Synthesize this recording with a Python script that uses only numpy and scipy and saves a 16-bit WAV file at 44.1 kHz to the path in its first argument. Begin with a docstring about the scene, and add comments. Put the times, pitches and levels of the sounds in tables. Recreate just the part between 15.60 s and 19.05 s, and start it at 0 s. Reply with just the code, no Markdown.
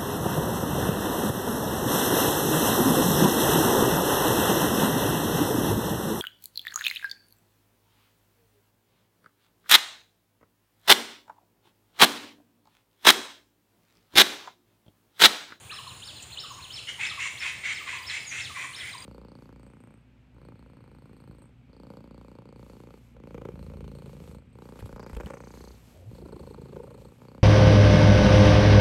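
"""A garden full of birds

Two whistlers sing arched notes, now and then a note droops, and low birds hoot, often in falling triplets:
all are sines along pitch curves. A harsh caller rasps again and again: pulses and breath noise through
throat resonances. Insects trill high above as trains of gliding pulses, and a twig snaps once as a decaying
noise burst. Shaped noise with a wavering hum is the air and traffic; sparse echoes scatter from the trees."""
import sys
import numpy as np
from scipy import signal
from scipy.io import wavfile
from scipy.ndimage import uniform_filter1d

SR = 44100
rng = np.random.default_rng(int(sys.argv[2]) if len(sys.argv) > 2 else 0)


def store_wav(level_fs):
    """Save 16-bit WAV to argv[1]."""
    pcm = np.round(np.clip(np.atleast_2d(level_fs), -1, 1) * 32767)
    wavfile.write(sys.argv[1], SR, pcm.T.astype(np.int16))


N = 152145


def amp(db):
    """Decibel law: level in dB to amplitude gain."""
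    return 10 ** (np.asarray(db) / 20)


def evened(x):
    """Power normalization: scales to rms 1."""
    return x / np.sqrt(np.mean(x ** 2) + 1e-20)


def read(points, hz):
    """Spectral interpolation: reads (frequency, value) points on a log frequency axis."""
    f, value = np.transpose(points)
    return np.interp(np.log(hz + 1), np.log(f + 1), value)


def add(mix, s, sound):
    """Superposition: mixes a sound in at time s [s]."""
    part = mix[max(round(s * SR), 0):][:len(sound)]
    part += sound[:len(part)]


def resonate(x, hz, width):
    """Resonance by heterodyne: shift hz to zero, smooth with one pole, shift back; gain 1 at hz."""
    turn = np.exp(2j * np.pi * np.cumsum(hz * np.ones(len(x))) / SR)
    r = np.exp(-np.pi * width / SR)
    return 2 * (turn * signal.lfilter([1 - r], [1, -r], x / turn)).real


def resonate_twice(x, hz, width):
    """Cascaded resonance: two equal resonators in series give steeper skirts."""
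    return resonate(resonate(x, hz, width), hz, width)


def whistle(hz, edge_s):
    """Frequency modulation: a sine along a pitch curve, with soft ends and a fluttering level."""
    flutter_db = 3.2  # rms
    t = np.arange(len(hz)) / SR
    ends = np.sin(np.pi / 2 * np.clip(np.minimum(t, t[-1] - t) / edge_s, 0, 1)) ** 2
    noise = rng.standard_normal(len(hz))
    flutter = evened(uniform_filter1d(uniform_filter1d(noise, size=200), size=200))
    phase = 2 * np.pi * (np.cumsum(hz) / SR + rng.random())
    return np.sqrt(2) * ends * amp(flutter_db * flutter) * np.sin(phase)


def air():
    """Shaped noise: far chorus, leaves and traffic, patchy in time and pitch, with a narrow-band hum."""
    # Background spectrum: (frequency [Hz], relative density [dB])
    air_spectrum = [(30, -37), (70, 11), (110, 0.5), (228, -8.5), (587, -10.5), (1150, -9), (1930, -13),
                    (3390, -9), (4100, -12.5), (5670, -24.5), (6850, -10), (8050, -15), (8970, -10),
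                    (10200, -28.5), (12300, -29), (15800, -20)]
    air_db, patch_db = -49, 1.6
    shimmer_hz, shimmer_db = 13000, 2.5  # the treble above shimmer_hz flickers
    hum_hz, hum_width_hz, hum_db = 124, 2.7, -64

    frames, hz = N // 256 + 5, np.fft.rfftfreq(1024, 1 / SR)
    real, imag, patches = rng.standard_normal((frames, 513, 3)).T
    patches = uniform_filter1d(uniform_filter1d(patches, size=10, axis=0), size=10, axis=1)
    quick = uniform_filter1d(rng.standard_normal(frames), size=3)
    slow = uniform_filter1d(rng.standard_normal(frames), size=16)
    flicker = evened(quick + 2 * slow)

    level_db = read(air_spectrum, hz)[:, None] + patch_db * evened(patches)
    level_db += (hz > shimmer_hz)[:, None] * shimmer_db * flicker
    z = (real + 1j * imag) * amp(level_db)
    noise = signal.istft(z, nperseg=1024, noverlap=768)[1][:N]
    # Noise through a narrow resonance wavers in level
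    hum = resonate(rng.standard_normal(N), hum_hz, hum_width_hz)
    return amp(air_db) * evened(noise) + amp(hum_db) * evened(hum)


def trees(x):
    """Scattering: sparse echoes from trunks and leaves, each band decaying at its own rate."""
    # Decay by band: (frequency [Hz], time to fall by 60 dB [s])
    decay_times = [(1000, 0.6), (3000, 0.83), (6000, 0.82), (12000, 0.8)]
    taps = np.zeros(SR)
    at = np.arange(300, SR - 20, 20)
    # One echo of random sign in every 20 samples
    taps[at + rng.integers(0, 20, len(at))] = rng.choice([-1., 1.], len(at))
    hz, t, z = signal.stft(taps, SR, nperseg=256)
    decay = amp(-60 * t / read(decay_times, hz)[:, None])
    tail = signal.istft(z * decay, SR, nperseg=256)[1]
    return signal.fftconvolve(x, tail / np.linalg.norm(tail))[:N]


def insects():
    """Pulse-train stridulation: each trill repeats one short gliding pulse, a little uneven in level."""
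    # One insect a row: (pulse rate [1/s], mid pitch [Hz], glide over a pulse [Hz], duty [0-1],
    # bouts (start [s], end [s], first level [dB], last level [dB]))
    trills = [(147, 10550, -1000, .6, [(0, .512, -61, -61), (.82, 1.94, -84, -59),
              (2.25, 3.302, -76, -58)]), (54.2, 8600, -200, .55, [(.01, .62, -58, -60),
              (2.865, 3.45, -62, -52)]), (29.7, 7050, -60, .65, [(.195, .88, -62, -57)]),
              (30, 6750, -60, .8, [(.9, 1.12, -50, -60)]),
              (22.93, 4800, -350, .25, [(2.384, 2.71, -51, -48), (3.29, 3.45, -52, -46)])]
    pulse_spread_db = 1.2
    out = np.zeros(N)
    for rate, hz, glide_hz, duty, bouts in trills:
        for start, end, first_db, last_db in bouts:
            t = np.arange(0, end - start, 1 / SR)
            # Runs 0 to 1 through each pulse, then rests at 1 (silence)
            u = np.minimum((t * rate % 1) / duty, 1)
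            pulse_index = (t * rate).astype(int)
            size, turn = rng.standard_normal((400, 2))[pulse_index].T
            tone = np.sin(2 * np.pi * (np.cumsum(hz + glide_hz * (u - .5)) / SR + turn))
            # The fourth root makes most of the level change come early
            level = amp(first_db + (last_db - first_db) * np.sqrt(np.sqrt(t / t[-1])))
            pulses = 2 * np.sin(np.pi * u) * tone  # rms 1 within a pulse
            add(out, start, level * amp(pulse_spread_db * size) * pulses)
    return out


def twig():
    """Damped impact: one snap, a resonant noise burst that decays exponentially."""
    start_s, samples, decay_s = .624, 900, .012
    snap_db, snap_hz, width_hz = -39.5, 7370, 1500  # level ahead of the decay
    t = np.arange(samples) / SR
    snap = resonate_twice(rng.standard_normal(samples), snap_hz, width_hz)
    out = np.zeros(N)
    add(out, start_s, amp(snap_db) * evened(snap) * np.exp(-t / decay_s))
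    return out


def hooters():
    """Downward pitch glide: short low hoots, single or in triplets, that weaken as they fall."""
    # Single hoots: (start [s], starting pitch [Hz], starting level [dB])
    single_hoots = [(0, 950, -56), (.700, 965, -56.5), (1.378, 989, -48.5), (1.844, 1145, -41.5),
                    (3.334, 1170, -42.5)]
    # Triplets: (start [s], starting level [dB], pitch scale [ratio])
    triplets = [(.114, -43, 0.99), (.830, -43.5, 1), (1.503, -41, 1), (2.197, -43.5, 1),
                (2.252, -44.5, .93), (2.891, -41, 0.98), (2.942, -52.5, .92)]
    # Notes of a triplet: (time after its start [s], starting pitch ahead of the scale [Hz])
    triplet_notes = [(0, 1354), (.068, 1195), (.142, 1216)]
    length_s, pitch_fall, level_fall_db = .034, .3, 4.5  # pitch fall as a share of the start

    hoots = list(single_hoots)
    for start, db, scale in triplets:
        hoots += [(start + after, hz * scale, db) for after, hz in triplet_notes]
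    out = np.zeros(N)
    u = np.arange(0, 1, 1 / (length_s * SR))
    for at, hz, db in hoots:
        curve = hz * (1 - pitch_fall * u ** 1.51)
        add(out, at, amp(db - level_fall_db * u) * whistle(curve, edge_s=.015))
    return out


def whistlers():
    """Pure-tone song: arched and drooping pitch curves, with a level that depends on the pitch."""
    # Notes of the high and the low whistler: (top [s], level [dB], extra level of the rising leg [dB])
    high_arches, low_arches = [(.143, -49, -7), (.460, -49.5, 2.5), (.811, -48.5, 4.5), (1.142, -46, -1.5),
                               (1.478, -46.5, 0), (1.805, -50, -1), (2.149, -46.5, -13), (2.477, -45.5, -4),
                               (2.827, -47, -2), (3.173, -48, 0)], [(.123, -50, 5), (.283, -52.5, -5), (.568, -51, -16),
                                                    (.730, -51, -1.5), (1.028, -53.5, 1), (1.198, -51, -15),
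                                                    (2.358, -56, -14), (3.138, -56.5, 1),
                                                    (3.321, -53.5, -20)]
    # Drooping notes: (start [s], level [dB], unused: a droop has no rising leg)
    droops = [(.885, -59, 0), (2.662, -46, 0)]
    # Pitch curves: (time from the top or the start [s], pitch [Hz])
    high_shape, low_shape, droop_shape = [(-.043, 2550), (-.022, 3700), (-.015, 4750), (-.008, 5300),
                                          (0, 5430), (.009, 5120), (0.029, 3620), (.059, 2420)], [(-.03, 2170), (-.013, 2870), (-.006, 4150),
                                                              (0, 4290), (.011, 3870), (0.024, 3100),
                                                              (0.042, 2310)], [(0, 6950), (.032, 6550),
                                                                                 (.058, 5700)]
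    # Voice response, added to the note levels: (pitch [Hz], level [dB])
    voice = [(2200, -2), (2900, 2), (3600, 6), (4200, 5), (4800, -1), (5400, 2.5), (6900, 0.5)]

    out = np.zeros(N)
    for notes, shape in ((high_arches, high_shape), (low_arches, low_shape), (droops, droop_shape)):
        s, f = np.transpose(shape)
        t = np.arange(s[0], s[-1], 1 / SR)
        curve = uniform_filter1d(np.interp(t, s, f), size=200, mode="nearest")
        for at, db, rise_db in notes:
            # The extra level fades out over the last 12 ms ahead of the top
            colour_db = read(voice, curve) + rise_db * np.clip(-t / 0.012, 0, 1)
            add(out, at + s[0], amp(db + colour_db) * whistle(curve, edge_s=.005))
    return out


def rasps():
    """Source-filter voice: uneven pulses and breath through throat resonances, with a hissing treble."""
    # Calls: (start [s], length ahead of the fall [s], level [dB], treble re level [dB],
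    # throat pitch scale [ratio], beak resonance ahead of the mouth's shift [Hz], its gain [dB])
    calls = [(0.093, 0.071, -50, -15, 0.81, 2360, -3), (1.137, 0.053, -53, 2.5, 1.08, 3440, -7),
             (1.266, 0.035, -34.5, -10.5, 0.99, 3070, 5.5), (1.386, 0.081, -31.5, -13, 1.014, 2550, -0.5),
             (1.58, 0.094, -32.5, -10, 1.01, 2630, -1), (1.798, 0.099, -32, -14, 1.028, 2540, -1),
             (2.028, 0.099, -31.5, -13, 1.006, 2670, -9.5), (2.256, 0.11, -35.5, -15, 1, 2465, -0.5),
             (2.477, 0.1, -35, -10, 1.007, 2520, -2), (2.702, 0.11, -36, -9, 1, 2520, 1),
             (2.942, 0.11, -37, -11, 0.97, 2380, 0.5), (3.162, 0.14, -41.5, -14, 0.98, 2380, -8)]
    # Throat resonances ahead of scale and shift: (frequency [Hz], width of one pass [Hz], gain [dB])
    throat = [(1890, 780, -11.5), (2167, 376, 1), (2850, 1520, -14.5)]
    # Treble resonances ahead of the shift: (frequency [Hz], width of one pass [Hz], gain [dB])
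    treble = [(6100, 600, 0), (7100, 900, 1), (8300, 900, -4)]
    rise_s, fall_s = .022, .03  # the fall is by e squared in fall_s
    pulses_hz, jitter, breath = 152, .16, .55  # jitter: rms of the log rate; breath: share of the drive
    beak_width_hz, top_hz = 300, 9200

    out = np.zeros(N)
    for at, length, db, treble_db, scale, beak_hz, beak_db in calls:
        t = np.arange(0, length + 4 * fall_s, 1 / SR)
        wobble = evened(uniform_filter1d(rng.standard_normal(len(t)), size=150))
        turns = np.cumsum(pulses_hz * np.exp(jitter * wobble)) / SR
        # One impulse per whole turn, of uneven level
        pulses = np.diff(np.floor(turns), prepend=0) * amp(1.46 * rng.standard_normal(len(t)))
        puffs = (0.25 + np.sin(np.pi * turns) ** 2) * rng.standard_normal(len(t))
        drive = (1 - breath) * evened(pulses) + breath * evened(puffs)

        # The opening mouth raises all resonances, which also wobble with the pulse rate
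        mouth_open = np.sin(np.pi * np.minimum(t / t[-1], 1))
        shift = 0.9547 + 0.043 * mouth_open + 0.025 * wobble
        tract = [(f * scale, w, g) for f, w, g in throat] + [(beak_hz, beak_width_hz, beak_db)]
        low = sum(amp(g) * resonate_twice(drive, f * shift, w) for f, w, g in tract)
        high = sum(amp(g) * resonate_twice(puffs, f * shift, w) for f, w, g in treble)
        hiss = amp(treble_db) * np.sqrt(abs(mouth_open)) * evened(high)

        envelope = np.minimum(t / rise_s, 1) * np.exp(-np.maximum(t - length, 0) / fall_s * 2)
        add(out, at, amp(db) * envelope * (evened(low) + hiss))
    return signal.sosfilt(signal.butter(8, top_hz, fs=SR, output="sos"), out)


def scene():
    """Superposition of direct sound, scattered sound and background air."""
    # Echo levels re direct: of the song, of the rasps, and of the insects and twig
    song_wet_db, rasp_wet_db, insect_wet_db = -2, -3.5, -10
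    song = hooters() + whistlers()
    harsh = rasps()
    small = insects() + twig()
    wet = trees(amp(song_wet_db) * song + amp(insect_wet_db) * small)
    wet += amp(rasp_wet_db) * trees(harsh)
    return (song + harsh + small + wet + air())[None]


def record(dry):
    """Band limiting: the small microphone loses the deep bass, then a steep low-pass ends the treble."""
    mic_low_hz, edge_hz = 67, 15550
    bass_cut = signal.butter(3, mic_low_hz, "high", fs=SR, output="sos")
    band_limit = signal.firwin(511, edge_hz, window=("kaiser", 9), fs=SR)
    return signal.oaconvolve(signal.sosfilt(bass_cut, dry), band_limit[None], "same")


dry = scene()
out = record(dry)
store_wav(out)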